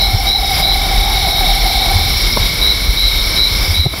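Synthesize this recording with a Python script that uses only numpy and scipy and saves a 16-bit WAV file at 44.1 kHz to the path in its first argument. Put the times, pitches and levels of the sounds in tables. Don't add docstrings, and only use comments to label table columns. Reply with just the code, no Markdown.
import sys
import numpy as np
from scipy import signal
from scipy.fft import rfft, irfft, next_fast_len
from scipy.io import wavfile
from scipy.ndimage import uniform_filter1d, map_coordinates

SR = 44100
rng = np.random.default_rng(int(sys.argv[2]) if len(sys.argv) > 2 else 0)


def digitize_waveform(pressure):
    field = np.atleast_2d(pressure).T
    bounded = np.clip(field, -1, 1)
    quanta = np.round(bounded * 32767).astype(np.int16)
    wavfile.write(sys.argv[1], SR, quanta)


N = 176400
TIME = np.arange(N) / SR


def amp(db):
    return 10 ** (np.asarray(db) / 20)


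def unit(x):
    return x / np.sqrt(np.mean(x ** 2) + 1e-20)


def along(points, hz):
    pitches, values = np.transpose(points)
    return np.interp(np.log(hz + 1), np.log(pitches + 1), values)


def level(rows):
    return amp(np.interp(TIME, *np.transpose(rows)))


def wobble(rate):
    return map_coordinates(rng.standard_normal(int(N * rate / SR) + 4), [TIME * rate])


def filtered(x, response):
    size = next_fast_len(N + SR // 2)
    return irfft(rfft(x, size) * response(np.fft.rfftfreq(size, 1 / SR)), size)[..., :N]


# (frequency [Hz], likeness [0 to 1])
LIKENESS = [(100, 1), (300, 1), (2000, 1), (3000, 1), (4000, 1), (5500, 1), (7000, 0.37), (10000, 0.663),
            (15000, 0.765)]
def spread(pair):
    angle = lambda hz: np.arccos(np.clip(along(LIKENESS, hz), -1, 1)) / 2
    mid, side = filtered(pair, lambda hz: np.array([np.cos(angle(hz)), np.sin(angle(hz))]))
    return np.array([mid + side, mid - side])


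def rush(spectrum):
    return unit(spread(filtered(rng.standard_normal((2, N)), lambda hz: amp(along(spectrum, hz)))))


def trees(x, echo_db, fade_s):
    t = np.arange(SR) / SR
    tail = rng.standard_normal((2, SR)) * amp(-60 * t / fade_s) * (1 - np.exp(-t / .00207))
    echo = spread(signal.fftconvolve(x[None], tail, axes=1)[:, :N])
    return (x + amp(echo_db) * unit(echo) * np.std(x)) / np.hypot(1, amp(echo_db))


def pulses(times, hz, db, width_s, fall_hz, vary_db, vary_hz):
    t = np.arange(-int(3 * width_s * SR), int(3 * width_s * SR)) / SR
    size, tune, phase = rng.standard_normal((len(times), 3)).T
    cycles = (hz + vary_hz * tune)[:, None] * t - fall_hz * t ** 2 / (2 * width_s) + phase[:, None]
    wave = amp(db + vary_db * size)[:, None] * np.exp(-(t / width_s) ** 2) * np.sin(2 * np.pi * cycles)
    at = np.round((times[:, None] + t) * SR).astype(int)
    inside = (at >= 0) & (at < N)
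    return np.bincount(at[inside], wave[inside], N)


def sine(hz):
    return np.sin(2 * np.pi * np.cumsum(hz) / SR)


def whine(hz, waver_hz):
    return unit(sine(hz + waver_hz * wobble(170)) * amp(3.96 * wobble(70)))


HISS_TONE = [(100, -9.5), (170, -2.5), (220, -7.5), (330, -6.5), (450, -9), (560, -10), (900, -9.5),
             (2000, -12.5), (2600, -27.5), (4400, -120)]
def hiss():
    noise = filtered(rush(HISS_TONE), lambda hz: 1 / (1 + (hz / 2300) ** 6))
    return amp(-26.5 + 1.11 * wobble(14)) * noise


# (frequency [Hz], level [dB])
RUMBLE_TONE = [(12, -26), (28, -11), (39, -2), (47, -1.5), (60, -8), (90, -13), (140, -22), (220, -33),
               (500, -58)]
def low_rumble(hum_hz=40, waver_hz=5):
    noise = rush(RUMBLE_TONE)
    power = np.abs(uniform_filter1d(noise ** 2, int(.15 * SR)))
    even = noise / np.sqrt(power + .1)
    hum = np.sqrt(2) * sine(hum_hz + waver_hz * wobble(16))
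    return amp(-18.8) * even + amp(-21.5) * hum


# (frequency [Hz], level [dB])
BLUR_TONE = [(1500, -40), (2000, -6), (2850, -10.5), (3100, -3), (3400, -4), (3700, 2.5), (4200, -8),
             (4400, -0.5), (4650, -0.5), (4850, -3), (5600, -3.5), (5900, -14), (6500, -18), (8000, -18.5),
             (15500, -25.5)]
# (frequency [Hz], level [dB])
FIZZ_TONE = [(6000, -24.5), (8500, -13.5), (9800, -5.5), (11000, -6), (12300, -3), (13100, 1),
             (14000, -4.5), (15600, -6.5)]
# (pitch [Hz], level [dB])
WHINES = [(10368, -52), (10901, -54.5), (11316, -52.5), (11881, -46.5), (12177, -53), (12382, -53),
          (12866, -50.5)]
def insect_haze():
    blur = amp(-23 + .754 * wobble(12)) * rush(BLUR_TONE)
    fizz = amp(-30.5 + 1.17 * wobble(20)) * rush(FIZZ_TONE)
    whines = [sum(amp(db + 5) * whine(hz, waver_hz=45.3) for hz, db in WHINES) for _ in range(2)]
    return blur + fizz + spread(np.array(whines))


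def trills(voices, width_s, fall_hz, swell_db, echo_db):
    out = np.zeros(N)
    for hz, rate, db in voices:
        times = (np.arange(int(rate * N / SR)) + rng.random()) / rate
        trill = pulses(times, hz, 0, width_s, fall_hz, vary_db=2, vary_hz=16.8)
        out += amp(db) * unit(trill * amp(swell_db * wobble(8)))
    return unit(trees(out, echo_db, fade_s=.28))


# (pitch [Hz], pace [pulses/s], level [dB])
LOW_CRICKETS = [(3541, 71, -8.5), (3657, 98, -8.5), (3791, 105, -4.5), (3829, 101, -10), (3963, 95, -2.5)]
HIGH_CRICKETS = [(5080, 64, -1), (5194, 80, -2), (5346, 131, 2.5), (5437, 57, 0), (5571.6, 139, -1),
                 (5719, 47, -2)]
# (time [s], level [dB])
LOW_VOLUME = [(0, -29.5), (.3, -37.5), (.5, -25.5), (1, -25), (1.5, -24), (1.95, -24.5), (2.3, -29),
              (2.9, -30), (3.2, -30), (3.7, -29), (3.85, -30), (4, -41)]
HIGH_VOLUME = [(0.02, -27), (0.23, -34), (0.27, -27.5), (0.34, -34), (0.55, -23.5), (0.66, -33),
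               (0.71, -29), (2.06, -27.5), (2.18, -27), (2.67, -27.5), (3.12, -29), (3.37, -24.5),
               (3.41, -30), (3.69, -24), (3.89, -38), (4.0, -33)]
def cricket_chorus():
    low = trills(LOW_CRICKETS, width_s=.00244, fall_hz=59.79, swell_db=2, echo_db=-.5)
    high = trills(HIGH_CRICKETS, width_s=.00457, fall_hz=50, swell_db=1.5, echo_db=-5.5)
    return amp(1) * level(LOW_VOLUME) * low + amp(.5) * level(HIGH_VOLUME) * high


# (start [s], level [dB])
NEAR_CHIRPS = [(-.051, -13), (.272, -13), (0.629, -13.5), (2.617, -12), (2.976, -13.5), (3.366, -12.5),
               (3.747, -15)]
def near_cricket(strokes=12, strokes_per_s=103, start_hz=3850, rise_hz=140, rise_s=.035):
    out = np.zeros(N)
    age = np.arange(strokes) / strokes_per_s
    climb = 1 - np.exp(-age / rise_s)
    for start, db in NEAR_CHIRPS:
        times = start + age + rng.normal(0, .0005, strokes)
        out += pulses(times, start_hz + rise_hz * climb, db + 5.6 + climb,
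                      width_s=.0029, fall_hz=95.3, vary_db=.8, vary_hz=22)
    return trees(out, echo_db=-6, fade_s=.27)


# (distance from the main pitch [stroke rates], level [dB])
BUZZ_TONES = [(-2, -0.5), (-1, 2), (0, 2.5), (1, -6), (2, -24)]
# (time [s], level [dB])
BUZZ_VOLUME = [(0, -26), (.14, -33), (.2, -38), (1.1, -39.5), (1.22, -31), (1.42, -32), (1.56, -33),
               (1.76, -29.5), (2.6, -34.5), (3.3, -31.5), (3.55, -31.5), (3.65, -42.5), (4, -50)]
def buzzing_insect(hz=4191, strokes_per_s=182):
    cycles = np.cumsum(hz + 4 * wobble(5) + 12 * wobble(120)) / SR
    tone = sum(amp(db) * np.sin(2 * np.pi * (cycles + round(step) * strokes_per_s * TIME + rng.random()))
               for step, db in BUZZ_TONES)
    return unit(tone) * level(BUZZ_VOLUME) * amp(8)


# (start [s], length [s], pitch [Hz], level [dB])
HELD_NOTES = [(0, 0.353, 5504, -33), (0, 0.505, 5180, -33), (0.452, 0.185, 4970, -28),
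              (1.431, 0.237, 5563, -29), (2.058, 0.395, 5502, -27), (2.07, 0.45, 4985, -30),
              (3.27, 0.126, 5050, -36.5), (3.533, 0.227, 4986, -30)]
def small_crickets(edge_s=.0058):
    out = np.zeros(N)
    for start, length, hz, db in HELD_NOTES:
        on_off = np.clip(np.minimum(TIME - start, start + length - TIME) / edge_s, 0, 1)
        out += amp(db) * on_off * whine(hz, waver_hz=31.56)
    return trees(out, echo_db=-4.5, fade_s=.23)


# (time [s], pace [pulses/s])
TRILL_PACE = [(0, 28.9), (.5, 27.8), (1.7, 27.65), (2.1, 29.4), (2.5, 32), (3.4, 32.3), (4, 31.2)]
def tree_cricket(start_s=.0010075):
    beats = np.cumsum(np.interp(TIME, *np.transpose(TRILL_PACE))) / SR
    times = start_s + np.searchsorted(beats, np.arange(int(beats[-1]) + 1)) / SR
    heads = pulses(times, hz=2235, db=-16.8, width_s=.00515, fall_hz=56.6, vary_db=.5, vary_hz=22.5)
    tails = pulses(times + .0115, hz=2129.5, db=-23.3, width_s=.00718, fall_hz=30, vary_db=2, vary_hz=13.6)
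    return trees(heads + tails, echo_db=-4.5, fade_s=.34)


# (delay [s], length [s], level [dB])
SCRAPES = [(.002, 0.024, -28.5), (0.036, .026, -29), (0.062, .016, -37.5)]
def katydid(calls_per_s=11.094, start_hz=12200, end_hz=10100, teeth_per_s=1700, swell_db=5):
    calls = np.arange(int(calls_per_s * N / SR) + 1) / calls_per_s
    out = pulses(calls + .022, end_hz, db=-23, width_s=.00051, fall_hz=300, vary_db=-.5, vary_hz=150)
    for delay, length, db in SCRAPES:
        progress = rng.random((len(calls), int(teeth_per_s * length)))
        times = calls[:, None] + delay + length * progress
        pitches = start_hz + (end_hz - start_hz) * progress ** .68
        levels = db + 4.5 + swell_db * (progress - 1)
        out += pulses(times.ravel(), pitches.ravel(), levels.ravel(),
                      width_s=.0004, fall_hz=30, vary_db=.5, vary_hz=709)
    return trees(out, echo_db=-1.5, fade_s=.135)


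# (time [s], level [dB])
TOAD_VOLUME = [(0, -22.5), (.55, -20), (1.9, -18), (2.03, -22.5), (2.13, -29), (2.3, -53.5)]
def toads(start_s=.031, pulses_per_s=12.25, crowd_per_s=49):
    times = start_s + np.arange(int(pulses_per_s * N / SR)) / pulses_per_s
    call = pulses(times, hz=776.8, db=0, width_s=.016, fall_hz=22, vary_db=1.2, vary_hz=8)
    call += pulses(times + .04, hz=690, db=-7, width_s=.014, fall_hz=12.8, vary_db=1.5, vary_hz=6.5)
    loose = np.arange(0, N / SR, 1 / crowd_per_s)
    loose += rng.normal(0, .005, len(loose))
    crowd = pulses(loose, hz=765, db=0, width_s=.00443, fall_hz=13.5, vary_db=1.2, vary_hz=50)
    together = unit(unit(call) + amp(1) * unit(crowd))
    return trees(together * level(TOAD_VOLUME) * amp(-4.2), echo_db=-7, fade_s=.323)


# (time [s], pitch [Hz], width [s], level [dB])
HAND_BUMPS = [(0.149, 99, 0.0105, -3.5), (.985, 43.4, 0.0283, -4.5), (1.966, 88.4, 0.0135, -2.5),
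              (2.406, 98.2, 0.0116, -10.5), (2.894, 55, .011, -5), (3.708, 85, .018, -7),
              (3.80, 77.6, 0.0183, -6), (3.866, 130, .006, -4.5)]
# (time [s], rough pitch [Hz], level [dB])
HAND_TICKS = [(2.374, 834, -11), (3.643, 550, -28.5), (3.863, 480, -15), (3.94, 880, -20.5)]
def handling():
    out = np.zeros(N)
    for at, hz, width, db in HAND_BUMPS:
        t = TIME - at
        out += amp(db) * np.exp(-np.abs(t / width) ** 1.14) * np.cos(2 * np.pi * hz * t)
    for at, hz, db in HAND_TICKS:
        noise = unit(filtered(rng.standard_normal(N), lambda f: 1 / (1 + (f / (1.55 * hz)) ** 8)))
        out += amp(db) * noise * np.exp(-np.abs(TIME - at) / .00498)
    return out


# (start [s], length [s], pitch [Hz], pace [strokes/s], level [dB])
DISTANT_CHIRPS = [(.435, .08, 3820, 100, -19), (.97, .11, 3833, 100, -18), (1.12, .06, 3883, 117.5, -17.5),
                  (1.31, .10, 3850, 94, -16), (1.45, .07, 3804, 111, -17), (1.78, .08, 3794, 101, -17),
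                  (2.07, .09, 3940, 91, -22), (2.26, .08, 3763, 117, -21), (2.41, .06, 3827, 109.6, -21),
                  (3.10, .12, 3773, 90.7, -17.5)]
def far_chirps():
    out = np.zeros(N)
    for start, length, hz, rate, db in DISTANT_CHIRPS:
        times = start + np.arange(int(length * rate) + 1) / rate
        out += pulses(times, hz, db + 2.5, width_s=.00369, fall_hz=70, vary_db=1, vary_hz=25)
    return trees(out, echo_db=-3.5, fade_s=.183)


# (time [s], level [dB])
SWAY = [(0.02, -40), (0.22, -42), (0.27, -38.5), (0.34, -43), (0.61, -35), (0.62, -40), (1.31, -37.5),
        (1.32, -40.5), (1.4, -37.5), (1.76, -38.5), (2.41, -38), (2.95, -40.5), (3.38, -37.5),
        (3.43, -42.5), (3.49, -39.5), (3.7, -39), (3.78, -40), (3.82, -45.5), (3.85, -43.5), (3.88, -48.5),
        (3.95, -43), (4.0, -42.5)]
def scene():
    sway = level(SWAY) / np.mean(level(SWAY)) * amp(.482 * wobble(25.086))
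    steady = sway * (hiss() + insect_haze() + katydid()) + sway ** .92 * (low_rumble() + tree_cricket())
    callers = cricket_chorus() + near_cricket() + buzzing_insect() + small_crickets() + toads()
    return steady + callers + handling() + far_chirps()


CEILING, TOP_HZ = .97, 15720
def record(dry):
    rounded = dry / (1 + np.abs(dry / CEILING) ** 10) ** (1 / 10)
    return filtered(rounded, lambda hz: hz < TOP_HZ)


dry = scene()
out = record(dry)
digitize_waveform(out)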